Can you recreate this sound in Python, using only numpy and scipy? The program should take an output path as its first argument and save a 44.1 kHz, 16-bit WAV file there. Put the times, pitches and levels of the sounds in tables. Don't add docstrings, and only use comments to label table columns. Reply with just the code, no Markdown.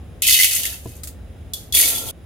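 import sys
import numpy as np
from scipy import signal
from scipy.fft import rfft, irfft
from scipy.io import wavfile
from scipy.ndimage import uniform_filter1d

SR = 44100
rng = np.random.default_rng(int(sys.argv[2]) if len(sys.argv) > 2 else 0)


def unload_wav(signal):
    wavfile.write(
        sys.argv[1],
        SR,
        np.round(np.clip(np.atleast_2d(signal).T, -1, 1) * 32767).astype(np.int16),
    )


N = 99225
T = np.arange(N) / SR
RESPONSE_T = T[:SR // 2]

# frequency_hz, density_db
RUMBLE_SPECTRUM = [(15, -53), (25, -25.5), (44, -12.5), (71, -5.5), (134, -20), (165, -20), (275, -24),
                   (306, -32), (333, -24), (371, -28.5), (489, -28.5), (780, -34), (944, -42.5),
                   (1140, -41.5), (4000, -47.5), (5200, -88), (8800, -120)]
HISS_SPECTRUM = [(2000, -12), (4200, -9.5), (5100, -1.5), (5700, -10), (6500, -4), (8200, -9.5), (9600, -7),
                 (10500, 2.5), (11400, -9.5), (14000, -10), (16000, -8)]
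# frequency_hz, correlation
BURNER_CORRELATION = [(60, 1), (250, 0.74), (1000, 0.49), (10000, .3)]
# pitch_hz, level_db
HUM_TONES = [(64.6, -48), (85.5, -46)]

# pitch_hz, level_db, t60_s
WALL_MODES = [(1360, 0, .25), (2037, -1, .18), (2138, -11, .15), (2239, -7, .2), (2552, -2, .25),
              (2671, -7, .2), (2790, -5, .18), (2958, -1, .25), (3168, -3, .2), (3490, -2, .2),
              (3762, -2, .22), (4406, -1, .15), (4480, -2, .15), (5116, -1, .25), (7220, -1, .15),
              (9823, 3, .2), (10029, 1, .2), (11290, 0, .2)]
# frequency_hz, density_db
WALL_SPECTRUM = [(1000, -9), (1700, -7), (2100, -6), (2370, -10.5), (2700, -5.5), (3500, -4), (4050, -7),
                 (4450, -4.5), (5400, -6), (6300, -0.5), (7300, 0), (8100, -3), (9000, 1.5), (10200, 3),
                 (11000, 2.5), (11900, 6), (13400, -1.5), (14800, 3), (16000, -15.5)]
# time_s, level_db
SPRINKLE_LEVEL = [(.22, -17), (.26, -24), (.28, -13.5), (.335, -13.5), (.378, -15.5), (.44, -9.5),
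                  (.47, -22), (.50, -19), (.545, -16), (.615, -28), (.66, -40), (.74, -34), (.78, -73),
                  (.87, -45.5), (1.0, -55.5)]
POUR_LEVEL = [(1.734, -17), (1.748, -10.5), (1.78, -10), (1.81, -8.5), (1.83, -13), (1.90, -15.5),
              (1.915, -24), (1.95, -21.5), (2.04, -33.5), (2.075, -28), (2.11, -32)]
# lowest_pitch_hz, share_db, ping_db
SPRINKLE_SPOTS = [(1850, -2, -15.5), (2072, 4, -25), (2552, 2, -11), (2790, 0, -18.5), (2958, -2.5, -16.5),
                  (3762, 1.5, -15), (4440, 2, -14), (6500, 4, -21)]
POUR_SPOTS = [(1850, -0.76, -25), (2286, 0.12, -17.5), (2838, -1, -24), (3400, -0.86, -19),
              (3480, -0.097, -12.5), (6400, 1, -10.5), (8540, 1, -12.5), (9100, 0.94, -20)]
# start_s, level_db, lowest_pitch_hz, ping_db
SINGLE_GRAINS = [(.2205, -21.5, 2070, -28), (0.234, -18.5, 2552, -13), (.249, -20.5, 2552, -2),
                 (0.2681, -12, 2552, -22), (.277, -12.5, 3762, -19), (.284, -14.5, 2053, -3),
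                 (.303, -10.5, 2958, -15), (0.324, -7.5, 3480, -11), (.333, -8, 2958, -14),
                 (.341, -8, 2958, -7), (.348, -10.5, 2097, -10.5), (.365, -14, 2958, 1.5),
                 (0.3876, -18.5, 2032, 5.5), (.399, -9.5, 2035, -5.5), (.408, -25, 2138, 6.5),
                 (.423, -14.5, 2117, 0), (.434, -10.5, 2239, -10), (0.444, -21, 2790, -20),
                 (0.5169, -33, 2790, -10), (0.539, -44, 2790, -21), (.552, -53, 2320, -16),
                 (0.597, -24, 2790, -15), (.633, -17.5, 2790, -10.5), (0.642, -34, 1813, 1),
                 (0.653, -15.5, 1850, -22), (0.6633, -21, 2790, -24), (.673, -27, 2790, -23),
                 (0.7, -30.5, 3480, -23), (.726, -31, 1644, -9.5), (0.734, -43, 2671, 5),
                 (0.845, -42.5, 6500, -69), (0.892, -42.5, 6500, -12), (.953, -46, 6500, -17),
                 (0.966, -43.5, 6500, -17), (.978, -60, 6500, -17.5), (1.535, -22, 3423, -6.5),
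                 (1.724, -21.5, 3420, -0.5), (1.748, -27.5, 3400, 13), (1.7536, -18.5, 3490, -25),
                 (1.7705, -17.5, 2273, -4), (1.798, -17.5, 1953, -10), (1.833, -21.5, 2220, 0.5),
                 (1.858, -29, 3300, -22), (1.886, -16.5, 3400, -29), (1.95, -21.5, 3380, -2),
                 (1.9815, -22, 3350, -9), (2.086, -29.5, 3320, -1.5), (2.096, -34.5, 3373, -3)]
# time_s, level_db
RING_LEVEL = [(.22, -15), (.35, -17), (.45, -24), (.65, -30), (1.8, -30)]
# time_s, level_db
DRUMMING_LEVEL = [(.22, -53), (.33, -48), (.55, -44.5), (.75, -48.5), (.8, -76), (1.72, -82), (1.75, -39.5),
                  (1.86, -34.5), (2.0, -37.5), (2.11, -39)]
THUDDING_LEVEL = [(1.78, -64), (1.9, -40), (2.0, -39), (2.11, -38.5)]
# pitch_hz, level_db, t60_s
BASE_MODES = [(236, -4.5, 0.073), (284.5, -1, 0.067), (324, -7.5, 0.066), (455, 3.5, 0.055),
              (526, -1.5, 0.053), (655, 1.5, 0.08), (731, -4, .06), (885, -1.5, .05), (1151, -3, 0.035),
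              (1364, -2, 0.1)]
HEAP_MODES = [(112, 7, 0.12), (128, -9, .1), (240, -1, .08), (285, -4, 0.091), (350, -4, 0.047)]
KNOCK_MODES = [(117, 9, 0.11), (170, -1.5, 0.11), (297, -1.5, .14), (371, -6, 0.13), (465, -1.5, 0.1),
               (665, -3, 0.05), (1000, -6, 0.05), (1700, -16, 0.045)]
# start_s, level_db, attack_s
BOWL_TAPS = [(1.0334, -30, 0.0015), (1.072, -32.5, 0.0012)]
# frequency_hz, density_db
TAP_SPECTRUM = [(760, -50), (1300, -12.5), (1570, -17), (1920, -13), (3040, -12.5), (4260, -6.5),
                (5720, -9), (7590, -2), (13200, -6), (15000, -5), (16000, -8)]

RUMBLE_BAND_HZ, RUMBLE_DB, HISS_DB = (42, 4400), -38, -61.5
SPRINKLE_PER_S, POUR_PER_S, SIZE_SPREAD_DB, GRAIN_GAIN_DB = 380, 2200, 5, 1
STRIKE_ATTACK_S, TICK_T60_S, TICK_DB, CRACK_T60_S = 0.00066, 0.004, 0.5, 0.07
KITCHEN_T60_S, KITCHEN_DB, DIRECT_CORRELATION, ROOM_CORRELATION = 0.4, -10.5, 0.2, 0.0025
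PING_RISE_S, PING_T60_S, PING_TAIL_DB, PING_SCATTER_HZ = 0.0008, 0.099, -13, 110
HIGHPASS_Q, LEAK_DB = 1.315, -30
KNOCK_S, KNOCK_DB, KNOCK_ATTACK_S = 0.856, -28.5, 0.0022
TAP_T60_S, TAP_ROOM_T60_S, TAP_ROOM_DB = 0.098, 0.22, -7.5
CUT_S, CUT_FADE_S = 2.109, 0.0048
AGC_THRESHOLD_DB, AGC_SLOPE, AGC_RELEASE_DB_PER_S, AGC_ATTACK_S = -18.5, 0.34, 8, 0.017
CUTOFF_HZ = 15900


def from_db(db):
    return 10 ** (np.asarray(db) / 20)


def unit_power(x):
    return x / np.sqrt(np.mean(x ** 2) + 1e-20)


def at_hz(points, hz):
    frequencies, values = np.transpose(points)
    return np.interp(np.log(hz + 1), np.log(frequencies), values)


def noise(spectrum, correlation, size):
    hz = np.arange(size // 2 + 1) * SR / size
    mid, side = rfft(rng.standard_normal((2, size)))
    alike = np.clip(at_hz(correlation, hz), -1, 1)
    stereo = np.sqrt(1 + alike) * mid + np.sqrt(1 - alike) * side * [[1], [-1]]
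    return unit_power(irfft(stereo * from_db(at_hz(spectrum, hz)), size))


def decay(t60_s):
    return np.exp(-np.log(1000) * RESPONSE_T / t60_s)


def ringing(modes, phase_spread_rad, uneven_db):
    out = 0
    for hz, db, t60_s in modes:
        phase = phase_spread_rad * rng.standard_normal((2, 1)) + np.pi * rng.integers(2)
        gain = from_db(db + uneven_db * rng.standard_normal())
        out = out + gain * decay(t60_s) * np.sin(2 * np.pi * hz * RESPONSE_T + phase)
    return out


def add(out, start_s, sound):
    i = int(start_s * SR)
    out[:, i:i + sound.shape[1]] += sound[:, :N - i]


def excite(impulses, response):
    response = response / np.sqrt(np.sum(response ** 2) / 2)
    return signal.fftconvolve(impulses[None], response, axes=1)[:, :N]


def burner():
    hum = sum(from_db(db) * np.sqrt(2) * np.sin(2 * np.pi * (hz * T + rng.random()))
              for hz, db in HUM_TONES)
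    band = signal.butter(4, RUMBLE_BAND_HZ, "band", fs=SR, output="sos")
    rumble = signal.sosfilt(band, noise(RUMBLE_SPECTRUM, BURNER_CORRELATION, size=N))
    hiss = noise(HISS_SPECTRUM, BURNER_CORRELATION, size=N)
    return from_db(RUMBLE_DB) * rumble + hum + from_db(HISS_DB) * hiss


def landings(envelope, per_s):
    times, db = np.transpose(envelope)
    sizes = from_db(SIZE_SPREAD_DB * np.minimum(rng.exponential(1, N), 4)) * rng.choice([-1, 1], N)
    impulses = sizes * (rng.random(N) < per_s / SR)
    power = uniform_filter1d(impulses ** 2, size=700)
    gain = from_db(np.interp(T, times, db)) * (T > times[0]) * (T < times[-1])
    return gain * impulses / np.sqrt(np.abs(power) + 1e-6)


def ping(hz):
    direct = np.sqrt(2) * np.sin(2 * np.pi * hz * RESPONSE_T + 0.98 * rng.standard_normal((2, 1)))
    cluster = 0
    for _ in range(4):
        scattered_hz = hz + PING_SCATTER_HZ * rng.standard_normal()
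        cluster = cluster + np.sin(2 * np.pi * (scattered_hz * RESPONSE_T + rng.random((2, 1))))
    tail = from_db(PING_TAIL_DB) * unit_power(cluster) * decay(KITCHEN_T60_S)
    rise = (1 - np.exp(-RESPONSE_T / PING_RISE_S)) ** 2
    return rise * (direct * decay(PING_T60_S) + tail)


def wall_strike(lowest_hz, ping_db, ring_db):
    crack_shape = decay(CRACK_T60_S) + from_db(TICK_DB) * decay(TICK_T60_S)
    crack = crack_shape * noise(WALL_SPECTRUM, [(1000, DIRECT_CORRELATION)], size=SR // 2)
    room = decay(KITCHEN_T60_S) * noise(WALL_SPECTRUM, [(1000, ROOM_CORRELATION)], size=SR // 2)
    rings = ringing(WALL_MODES, phase_spread_rad=0.97, uneven_db=1)
    wall = crack + from_db(KITCHEN_DB) * room + from_db(ring_db) * rings
    omega = 2 * np.pi * lowest_hz / SR
    damping, cos = np.sin(omega) / (2 * HIGHPASS_Q), np.cos(omega)
    section = np.array([(1 + cos) / 2, -1 - cos, (1 + cos) / 2, 1 + damping, -2 * cos, 1 - damping])
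    spot = signal.sosfilt([section / (1 + damping)] * 3, wall) + from_db(LEAK_DB) * wall
    spot /= np.sqrt(np.mean(spot[:, :SR // 200] ** 2))
    attack = np.minimum(RESPONSE_T / STRIKE_ATTACK_S, 1)
    return attack * (spot + from_db(ping_db) * ping(lowest_hz))


def grain_stream(envelope, per_s, spots, ring_db):
    impulses = landings(envelope, per_s)
    landing_spot = rng.integers(0, len(spots), N)
    out = 0
    for k, (lowest_hz, share_db, ping_db) in enumerate(spots):
        response = wall_strike(lowest_hz, ping_db, ring_db)
        out = out + from_db(share_db) * excite(impulses * (landing_spot == k), response)
    return out


def single_grains():
    out = np.zeros((2, N))
    for start_s, db, lowest_hz, ping_db in SINGLE_GRAINS:
        ring_db = np.interp(start_s, *np.transpose(RING_LEVEL))
        add(out, start_s, from_db(db) * wall_strike(lowest_hz, ping_db, ring_db))
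    return out


def base_vibration(envelope, modes):
    response = ringing(modes, phase_spread_rad=0.7, uneven_db=2.5)
    return excite(landings(envelope, POUR_PER_S), response)


def bowl_knock():
    out = np.zeros((2, N))
    attack = np.minimum(RESPONSE_T / KNOCK_ATTACK_S, 1)
    rings = ringing(KNOCK_MODES, phase_spread_rad=0.51, uneven_db=1)
    add(out, KNOCK_S, from_db(KNOCK_DB) * attack * rings)
    return out


def bowl_taps():
    out = np.zeros((2, N))
    fall = decay(TAP_T60_S) + from_db(TAP_ROOM_DB) * decay(TAP_ROOM_T60_S)
    for start_s, db, attack_s in BOWL_TAPS:
        attack = np.minimum(RESPONSE_T / attack_s, 1)
        burst = noise(TAP_SPECTRUM, [(1000, DIRECT_CORRELATION)], size=SR // 2)
        add(out, start_s, from_db(db) * attack * fall * burst)
    return out


def scene():
    sprinkle = grain_stream(SPRINKLE_LEVEL, SPRINKLE_PER_S, SPRINKLE_SPOTS, ring_db=-28)
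    pour = grain_stream(POUR_LEVEL, POUR_PER_S, POUR_SPOTS, ring_db=-31.5)
    singles = single_grains()
    drumming = base_vibration(DRUMMING_LEVEL, BASE_MODES)
    thudding = base_vibration(THUDDING_LEVEL, HEAP_MODES)
    grains = from_db(GRAIN_GAIN_DB) * (sprinkle + singles + drumming + pour + thudding)
    gate = np.clip((CUT_S - T) / CUT_FADE_S + 1, 0, 1)
    return grains * gate + bowl_knock() + bowl_taps() + burner()


def record(dry):
    power = uniform_filter1d(np.mean(dry ** 2, axis=0), size=441)
    level_db = 10 * np.log10(np.abs(power) + 1e-12)
    reduction_db = AGC_SLOPE * np.maximum(level_db - AGC_THRESHOLD_DB, 0)
    release_db = AGC_RELEASE_DB_PER_S * T
    held_db = np.maximum.accumulate(reduction_db + release_db) - release_db
    pole = np.exp(-1 / (AGC_ATTACK_S * SR))
    smoothed_db = signal.lfilter([1 - pole], [1, -pole], held_db)
    clipped = np.clip(dry * from_db(-smoothed_db), -.9, .9)
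    return signal.sosfilt(signal.ellip(12, .1, 80, CUTOFF_HZ, fs=SR, output="sos"), clipped)


dry = scene()
out = record(dry)
unload_wav(out)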